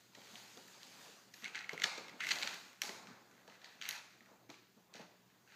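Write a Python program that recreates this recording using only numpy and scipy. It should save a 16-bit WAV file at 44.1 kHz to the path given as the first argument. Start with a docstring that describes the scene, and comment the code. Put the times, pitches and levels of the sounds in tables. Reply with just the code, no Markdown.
"""A dog gnaws a dry rawhide bone on its bed in a tiled room, two metres from one microphone.
Teeth crack and grind the hide: noise bursts and grainy strokes excite short damped resonances.
The bone knocks dully (brief low pushes with a puff of noise); a bright hiss swells, partly as a wash
around the cracks, and the bedding shifts darkly, both as coloured noise.
Echoes and a decaying noise tail form the hard room, over a faint wavering hum, drone and steady hiss."""
import sys
import numpy as np
from scipy import signal
from scipy.fft import rfft, irfft, next_fast_len
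from scipy.io import wavfile
from scipy.ndimage import uniform_filter1d

SR = 44100
rng = np.random.default_rng(int(sys.argv[2]) if len(sys.argv) > 2 else 0)


def dump_mix(stems):
    """Bounce the given channels to the path in sys.argv[1] as a 16-bit WAV at rate SR."""
    frames = np.atleast_2d(stems).T  # one column per channel
    limited = np.clip(frames, -1, 1)  # hard clip at full scale
    pcm = np.round(limited * 32767).astype(np.int16)
    wavfile.write(sys.argv[1], SR, pcm)


N = 244975

# dull knocks of the bone on the bed: (time [s], level [dB], pitch [Hz])
KNOCK_EVENTS = [(0.169, -52, 478), (0.332, -51, 182), (0.567, -51.5, 385), (0.679, -78, 686),
                (1.426, -51, 223), (1.499, -55, 406), (1.727, -41, 475), (1.838, -41.5, 598),
                (1.976, -40.5, 430), (2.838, -52.5, 412), (2.887, -46, 394), (3.066, -69, 233),
                (3.476, -49, 550), (4.207, -57.5, 216.5), (4.491, -45.5, 295), (4.766, -57.5, 196),
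                (4.782, -66, 690), (4.945, -48, 570), (4.992, -45.5, 537), (5.02, -53, 810)]
# free end of the bone: pitch under grinding, width always
END_HZ, END_WIDTH_HZ = 2135, 327


def amp(db):
    """Amplitude gain of a level in dB."""
    return 10 ** (np.asarray(db) / 20)


def unit(x):
    """x scaled to rms 1."""
    return x / np.sqrt(np.mean(x ** 2) + 1e-20)


def along(points, hz, column=1):
    """A column of (Hz, value, ..) points, interpolated on a log-frequency axis."""
    p = np.transpose(points)
    return np.interp(np.log(hz + 1), np.log(p[0] + 1), p[column])


def curve(rows, column=1, outside=-200):
    """A column of (s, value, ..) rows, one value per sample; `outside` beyond the rows."""
    p = np.transpose(rows)
    return np.interp(np.arange(N) / SR, p[0], p[column], outside, outside)


def filtered(x, response):
    """x filtered by a complex response of frequency."""
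    size = next_fast_len(N + SR // 2)
    hz = np.fft.rfftfreq(size, 1 / SR)
    return irfft(rfft(x, size) * response(hz), size)[..., :N]


def ringing(modes, order=1):
    """Causal response of damped (Hz, width Hz, dB) modes passed order times, unit power for white noise."""
    def raw(hz):
        total = 0
        for k, (centre, width, db) in enumerate(modes):
            damping = 1j * hz * abs(width)
            sign = (-1) ** k
            total = total + sign * amp(db / order) * damping / (centre ** 2 - hz ** 2 + damping)
        return total ** order

    def response(hz):
        h = raw(hz)
        return h / np.sqrt(np.mean(abs(h) ** 2))

    return response


def grainy(rate, spread_db):
    """Noise of rms 1 whose gain wanders between random knots, rate a second."""
    knots = np.clip(rng.standard_normal(int(N * 2000 / SR) + 2), -2.2, 2.2)
    wander = np.interp(np.arange(N) * rate / SR, np.arange(len(knots)), knots)
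    return unit(rng.standard_normal(N) * amp(spread_db * wander))


def rush(x, spectrum, patchy_db):
    """Coloured noise of rms 1 with time-frequency patches of random gain."""
    z = signal.stft(x, nperseg=512)[2]
    field = uniform_filter1d(rng.standard_normal(z.shape), size=6, axis=0)
    field = uniform_filter1d(field, size=10, axis=1)
    patched = signal.istft(z * amp(patchy_db * unit(field)), nperseg=512)[1][:N]
    return unit(filtered(patched, lambda hz: amp(along(spectrum, hz))))


def stroke(start_s, hold_s, attack_s, fade_db_per_s):
    """Gain that rises linearly, then fades exponentially once attack_s + hold_s have passed."""
    t = np.arange(N) / SR - start_s
    return np.clip(t / attack_s, 0, 1) * amp(-fade_db_per_s * np.maximum(t - attack_s - hold_s, 0))


def swelling_hiss():
    """Bright, grainy coloured noise that swells, partly as a reverberant wash around the cracks."""
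    # spectrum: (frequency [Hz], relative density [dB])
    hiss_spectrum = [(350, -35.5), (600, -21), (1410, -1), (1640, 2), (2180, 1), (3800, 1), (4700, 2),
                     (5400, -3), (6640, 1.5), (9360, -13), (13800, -12), (15400, -16), (16000, -42)]
    # swells: (time [s], level [dB])
    hiss_level = [(0, -67), (.12, -71), (.18, -64.5), (.38, -58.5), (.56, -62), (.8, -62.5), (1.05, -58.5),
                  (1.19, -64), (1.31, -69.5), (1.42, -64.5), (1.78, -76), (1.85, -58), (2.17, -71),
                  (2.27, -51.5), (2.5, -53.5), (2.8, -71.5), (2.86, -50.5), (3.1, -73), (3.78, -73),
                  (3.89, -63), (4.01, -71), (4.5, -76.5), (5.45, -75.5), (5.55, -70)]
    return amp(curve(hiss_level)) * rush(grainy(rate=700, spread_db=1.0), hiss_spectrum, patchy_db=1.6)


def bedding():
    """Bedding shifts as dark, grainy coloured noise, also stirred by each knock."""
    # spectrum: (frequency [Hz], relative density [dB])
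    bedding_spectrum = [(70, -13), (130, -1.5), (190, 4), (280, -2.5), (500, -4.5), (850, -5), (1500, -10),
                        (3000, -59)]
    # shifting: (time [s], level [dB])
    bedding_level = [(0, -74), (.12, -72), (.2, -65), (.8, -65), (1.1, -63), (1.35, -70.5), (1.7, -66),
                     (2.15, -60), (2.42, -52.5), (2.62, -65), (2.8, -72), (2.92, -55.5), (3.14, -59),
                     (3.3, -68), (3.6, -68.5), (4.15, -72.5), (4.32, -66), (4.7, -81), (5.02, -64.5),
                     (5.2, -73), (5.55, -72)]
    # stirring by a -50.5 dB knock, growth per dB of knock, fade
    settle_db, settle_db_per_db, settle_fade_db_per_s = -57.5, 0.94, 452

    stirred = np.zeros(N)
    for s, db, _ in KNOCK_EVENTS:
        level_db = settle_db + settle_db_per_db * (db + 50.5)
        stirred += amp(level_db) * stroke(s, 0, 0.011, settle_fade_db_per_s)
    gain = np.hypot(amp(curve(bedding_level)), stirred)
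    return gain * rush(grainy(rate=70, spread_db=1.5), bedding_spectrum, patchy_db=2.0)


def background():
    """A far appliance's hum, wavering in level and phase, its resonant-noise drone, and steady hiss."""
    # drone mode: (frequency [Hz], width [Hz], relative level [dB])
    drone_mode = [(186.2, 20, 0)]
    # steady hiss spectrum: (frequency [Hz], relative density [dB])
    steady_spectrum = [(20, 13), (60, 16.5), (100, 5.5), (200, 8), (400, 5.5), (850, -22), (1500, -6),
                       (5700, -25), (10000, -19.5), (14500, -10.5)]
    hum_hz, hum_db = 120, -73.5  # level before the waver

    waver = unit(uniform_filter1d(rng.standard_normal((2, N)), size=3000, axis=1))
    phase = 2 * np.pi * hum_hz * np.arange(N) / SR + 0.9 * waver[1]
    hum = np.sqrt(2) * amp(hum_db + 3.5 * waver[0]) * np.sin(phase)
    drone = amp(-77.0) * filtered(rng.standard_normal(N), ringing(drone_mode, order=2))
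    steady_hiss = amp(-70.5) * rush(rng.standard_normal(N), steady_spectrum, patchy_db=0.0)
    return hum + drone + steady_hiss


def colours(hz, end_hz, end_db, order, blur=1):
    """Responses of the hide's four rings; the lowest also carries the free end's narrow mode."""
    # one list per ring, low to top: (frequency [Hz], width [Hz], relative level [dB])
    hide_rings = [
        [(1483, 590, 2), (2560, 760, 5)],
        [(3053, 1020, 0), (4125, 555, 9), (4810, 610, 1.5)],
        [(5490, 800, -3), (6570, 520, 0), (7720, 1000, -12)],
        [(10300, 4600, -20), (12600, 3200, 27)],
    ]
    out = []
    for modes in hide_rings:
        blurred = [(centre, blur * width, db) for centre, width, db in modes]
        out.append(ringing(blurred, order)(hz))
    out = np.array(out)
    out[0] += amp(end_db) * ringing([(end_hz, END_WIDTH_HZ, 0)], order)(hz)
    return out


def cracks():
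    """Bursts of tiny fractures ring the hide; returns sound toward the microphone and its room send."""
    # (time [s], length [ms], low ring level [dB], bite: middle over low [dB], sharpness: top over low [dB])
    crack_rows = [(0.1484, 4.8, -58.5, 0, -20), (0.2169, 0.48, -59, 0, -23), (0.246, 1.4, -70, 10, -17),
                  (0.2717, .2, -56.5, -1, -28), (0.3557, .32, -51.5, 6.5, -38),
                  (0.5734, 0.77, -66.5, 13, -3), (0.6795, 3.5, -60, -8, -8), (0.8312, 0.15, -64, 16, -1),
                  (1.3374, 6.5, -56.5, -1, -13), (1.4223, 1.3, -54.5, -6, -23),
                  (1.4432, 0.66, -41, -1, -26), (1.4524, 0.2, -39, -8, -36), (1.4579, 1.4, -38.5, -22, -34),
                  (1.4791, 1, -52.5, 3, -20), (1.547, 0.78, -43.5, -6, -38), (1.5542, 0.65, -36, -18, -36),
                  (1.5566, 2.1, -44, -2.5, -26), (1.575, 2.4, -53, -16, -30), (1.5893, 1.6, -52, 5.5, -26),
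                  (1.6151, 2.1, -55, -14, -26), (1.6434, 0.36, -41, -18, -38),
                  (1.693, .3, -31.5, -13.5, -33), (1.7164, .4, -48, -18, -36), (1.7323, 2.3, -54.5, 2, -11),
                  (1.777, 0.52, -36, -17, -33), (1.7985, 1.3, -42, -8, -23), (1.8192, 0.37, -30, -8.5, -31),
                  (1.8269, 0.79, -49, -12, -25), (1.836, 3.3, -37, 0.5, -16), (1.8402, 1.85, -28, 0.5, -27),
                  (1.977, 2.3, -55.5, 6.5, -14), (1.9803, 4.3, -52.5, -1, -29),
                  (2.0827, 0.44, -48, -7, -23), (2.0934, 3.8, -52, -10, -26), (2.2045, 4, -38, -11, -28),
                  (2.2086, 5, -45, -19, -35), (2.2203, 0.36, -39, -31, -31), (2.2313, 1, -42, -14, -29),
                  (2.2367, 2.3, -38, -16, -27), (2.2462, 1.3, -40, -10, -30), (2.2681, 1.34, -33, -13, -26),
                  (2.2779, 0.89, -47, -11, -25), (2.2891, 2.4, -39.5, -3, -18), (2.307, 11.8, -35, -1, -31),
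                  (2.3171, 0.59, -36.5, 6.5, -36), (2.356, 2.4, -51.5, 6, -23),
                  (2.3856, 1.1, -52.5, 13.5, -16), (2.415, 3.8, -48.5, 3, -36),
                  (2.4253, 1.4, -39, 2.5, -34), (2.429, 3.8, -39, 2, -34), (2.4734, 2.7, -38, -1, -25),
                  (2.542, 1.1, -50.5, 2, -7), (2.7302, 0.95, -61, -8, -10), (2.8177, 2.06, -35, -2, -9.5),
                  (2.8235, 0.49, -49, -5, -16), (2.8347, 0.4, -48.5, 6, -15),
                  (2.8923, 0.78, -42.5, -2.5, -31), (3.0709, .91, -53, -5, -23),
                  (3.3119, 1.6, -62, -13, -16), (3.3781, 0.99, -62.5, -14, -27),
                  (3.4764, 3.4, -60, -3, -23), (3.498, 1.6, -60, -2, -33), (3.616, 1.8, -63, 0, -24),
                  (3.6424, 4, -55.5, 1.5, -30), (3.657, 2.2, -55.5, -7, -35),
                  (3.8141, 0.73, -43.5, -0.5, -24), (3.8226, 0.36, -42.5, 2, -29),
                  (3.8532, 0.76, -41, -4, -40), (3.8894, 1.05, -38, -1, -1), (3.9092, 0.65, -43, 5, -20),
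                  (3.927, 0.66, -44.5, -22, -22), (4.2062, 0.73, -56.5, -9, -41),
                  (4.2585, 2.2, -63.5, -9, -24), (4.4932, 1, -59.5, -7, -16), (4.4992, 4.1, -56.5, 0, -18),
                  (4.541, 2.5, -58.5, -12, -26), (4.939, 1.2, -59, 6.5, -13), (4.9535, 2.5, -58, 0, -21),
                  (4.9947, 6.1, -70, -8, -12), (5.013, 2.1, -62, -14, -23), (5.2994, 1.9, -70, -16, -17),
                  (5.4748, 3, -64, -12, -27), (5.5208, 1.44, -58.5, -7, -31)]
    # shifting grip and turning head: (time [s], free-end pitch [Hz], room send [dB])
    grip = [(0, 1990, 10), (1.3, 1610, 7.5), (1.5, 2370, 1), (1.65, 2130, 4), (2.1, 2130, 4.5),
            (2.24, 2150, -10), (2.33, 2150, 0.5), (2.45, 2370, 5), (2.83, 2090, 5.5), (3.1, 1510, 16.5),
            (3.65, 1770, 10.5), (3.82, 2340, -1.5), (3.93, 2120, 6.5), (4.2, 1790, 9), (4.49, 2330, 11.5),
            (4.6, 2380, 2), (4.95, 1910, 10.5), (5.55, 1500, 15)]
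    # low ring of jaw and bed, heard only via the room: (frequency [Hz], width [Hz], relative level [dB])
    body_mode = [(892, 164, 0)]
    # high ring: share of the way from bite to sharpness (capped), plus an offset
    high_share, high_offset_db, sharp_cap_db = 0.44, 5.5, -9
    end_db_per_bite_db = -0.28  # a duller crack rings the free end more

    direct, spread = np.zeros(N + SR), np.zeros(N + SR)
    t = np.arange(1024) / SR
    hz = np.fft.rfftfreq(2048, 1 / SR)
    body = irfft(ringing(body_mode)(hz))
    end_pitch_hz, send_db = curve(grip), curve(grip, column=2)
    for s, ms, db, bite, sharp in crack_rows:
        start = round(s * SR)
        end_hz = end_pitch_hz[start]
        high = bite + high_share * (min(sharp, sharp_cap_db) - bite) + high_offset_db
        ring_db = db + np.array([0, bite, high, sharp])
        ms = max(ms, .15)
        # full strength for ms, then 60 dB down per 0.6 ms
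        fractures = rng.standard_normal(len(t)) * amp(-60 * np.maximum(t - ms / 1000, 0) / 0.0006)
        fractures[0] += 5 * (ms < 2.5)  # a short crack starts with one clean snap
        end_db = 1 + end_db_per_bite_db * bite
        rung = irfft(rfft(fractures, 2048) * colours(hz, end_hz, end_db, order=2))
        # broader rings: the smoother sum over all directions
        snap = irfft(colours(hz, end_hz, end_db=-4.5, order=1, blur=2.13))
        size = amp(ring_db) * np.sqrt(SR * (ms + 1) / 1000)  # level over ms + 1 to energy
        at = slice(start, start + len(body))
        direct[at] += (size / np.linalg.norm(rung, axis=1)) @ rung
        all_round = (size / np.linalg.norm(snap, axis=1)) @ snap
        spread[at] += amp(send_db[start]) * (all_round + amp(-15) * size[1] * body)
    return direct[:N], spread[:N]


def grinding():
    """Teeth stroke along the hide: a dense grainy stream of fractures rings it and the free end."""
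    # (start [s], hold [s], low ring level [dB], level change per step up the rings [dB])
    grind_rows = [(1.327, 0.065, -70.5, -0.5), (1.421, 0.028, -54, -7), (1.534, 0.037, -49, -6),
                  (1.7, 0.028, -66, -1.5), (1.801, .035, -52.5, -3.5), (2.189, 0.072, -48, -7),
                  (2.268, 0.043, -50.5, -2.5), (2.332, 0.077, -51.5, -5.5), (2.44, 0.083, -54, -6),
                  (3.5, 0.039, -67.5, -6.5), (3.593, 0.24, -70.5, -3.5), (3.805, 0.14, -52.5, -4),
                  (4.927, 0.06, -61, -4.5), (5.47, 0.065, -70, -5)]
    # steps from the low ring to each ring: (steps)
    ring_steps = [0, 1.5, 2.2, 5.5]
    press_s, let_go_db_per_s = 0.022, 304
    end_db, end_step = -10.5, -0.76  # free end: stronger in duller strokes

    steps = np.append(ring_steps, end_step)[:, None]
    levels = amp(np.hstack([db + steps * step_db for _, _, db, step_db in grind_rows]))
    strokes = np.array([stroke(s, hold, press_s, let_go_db_per_s) for s, hold, _, _ in grind_rows])
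    force = grainy(rate=500, spread_db=4.0) * (levels @ strokes)
    hide = filtered(force[:-1], lambda hz: colours(hz, END_HZ, end_db=-17, order=2)).sum(axis=0)
    free_end = filtered(force[-1], ringing([(END_HZ, END_WIDTH_HZ, 0)], order=2))
    return hide + amp(end_db) * free_end


def gnawing():
    """Cracks and grinding of the hide; returns (toward the microphone, sent into the room)."""
    direct, spread = cracks()
    grind = grinding()
    return direct + grind, spread + grind


def knocks():
    """A soft contact: a cycle or two of a low push, with a puff of cloth."""
    out = np.zeros(N + SR)
    t = np.arange(SR // 8) / SR
    for s, db, hz in KNOCK_EVENTS:
        push = np.sin(2 * np.pi * hz * t) * np.exp(-((t - .006) * hz / 0.79) ** 2)
        cloth = np.convolve(rng.standard_normal(len(t)), np.hanning(26) / 4, "same")
        puff = cloth * amp(-10.5 - 60 * t / 0.019) * np.minimum(t / 0.0011, 1)
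        out[round(s * SR):][:len(t)] += amp(db) * (push + puff)
    return out[:N]


def room(direct, spread):
    """Early wall echoes, then a noise tail dying by frequency, drawn anew for each 0.25 s of sound."""
    # first echoes: (delay [ms], level [dB])
    wall_echoes = [(2.2, -43), (4.6, -13.5), (17.5, -15)]
    # tail: (frequency [Hz], 60 dB decay time [s], relative level [dB])
    tail_bands = [(140, 0.48, 0), (860, 0.68, 0), (1780, 0.87, -6.5), (4850, 0.67, -8), (6740, 0.66, -6),
                  (13100, 0.27, -2.5)]
    gather_s = 0.0052  # echoes take a moment to build up

    out, step = direct.copy(), SR // 4
    for ms, db in wall_echoes:
        lag = round(ms * SR / 1000)
        out[lag:] += amp(db) * direct[:-lag]
    out = np.pad(out, (0, 2 * SR))
    for start in range(0, N, step):
        hz, t, z = signal.stft(rng.standard_normal(SR), SR, nperseg=256)
        decay_db = -60 * t / along(tail_bands, hz)[:, None]
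        z = z * amp(along(tail_bands, hz, column=2)[:, None] + decay_db)
        tail = signal.istft(z, SR, nperseg=256)[1]
        tail *= 1 - np.exp(-np.arange(len(tail)) / SR / gather_s)
        wet = signal.fftconvolve(spread[start:start + step], tail)
        out[start:start + len(wet)] += amp(-36) * wet
    return out[:N]


def scene():
    """Gnawing and knocks in the room, plus hiss, bedding and background; same in both channels."""
    direct, spread = gnawing()
    thuds = knocks()
    mono = room(direct + thuds, spread + amp(1.5) * thuds)
    mono = mono + swelling_hiss() + bedding() + background()
    return np.array([mono, mono])


def record(dry):
    """The microphone loses deep bass (three first-order high-passes); a steep cut limits the top."""
    bass_hz, top_hz = 126.4, 15450

    def response(hz):
        bass_cut = (1j * hz / (bass_hz + 1j * hz)) ** 3
        return bass_cut / (1 + (hz / top_hz) ** 200)

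    return np.array([filtered(channel, response) for channel in dry])


dry = scene()
out = record(dry)
dump_mix(out)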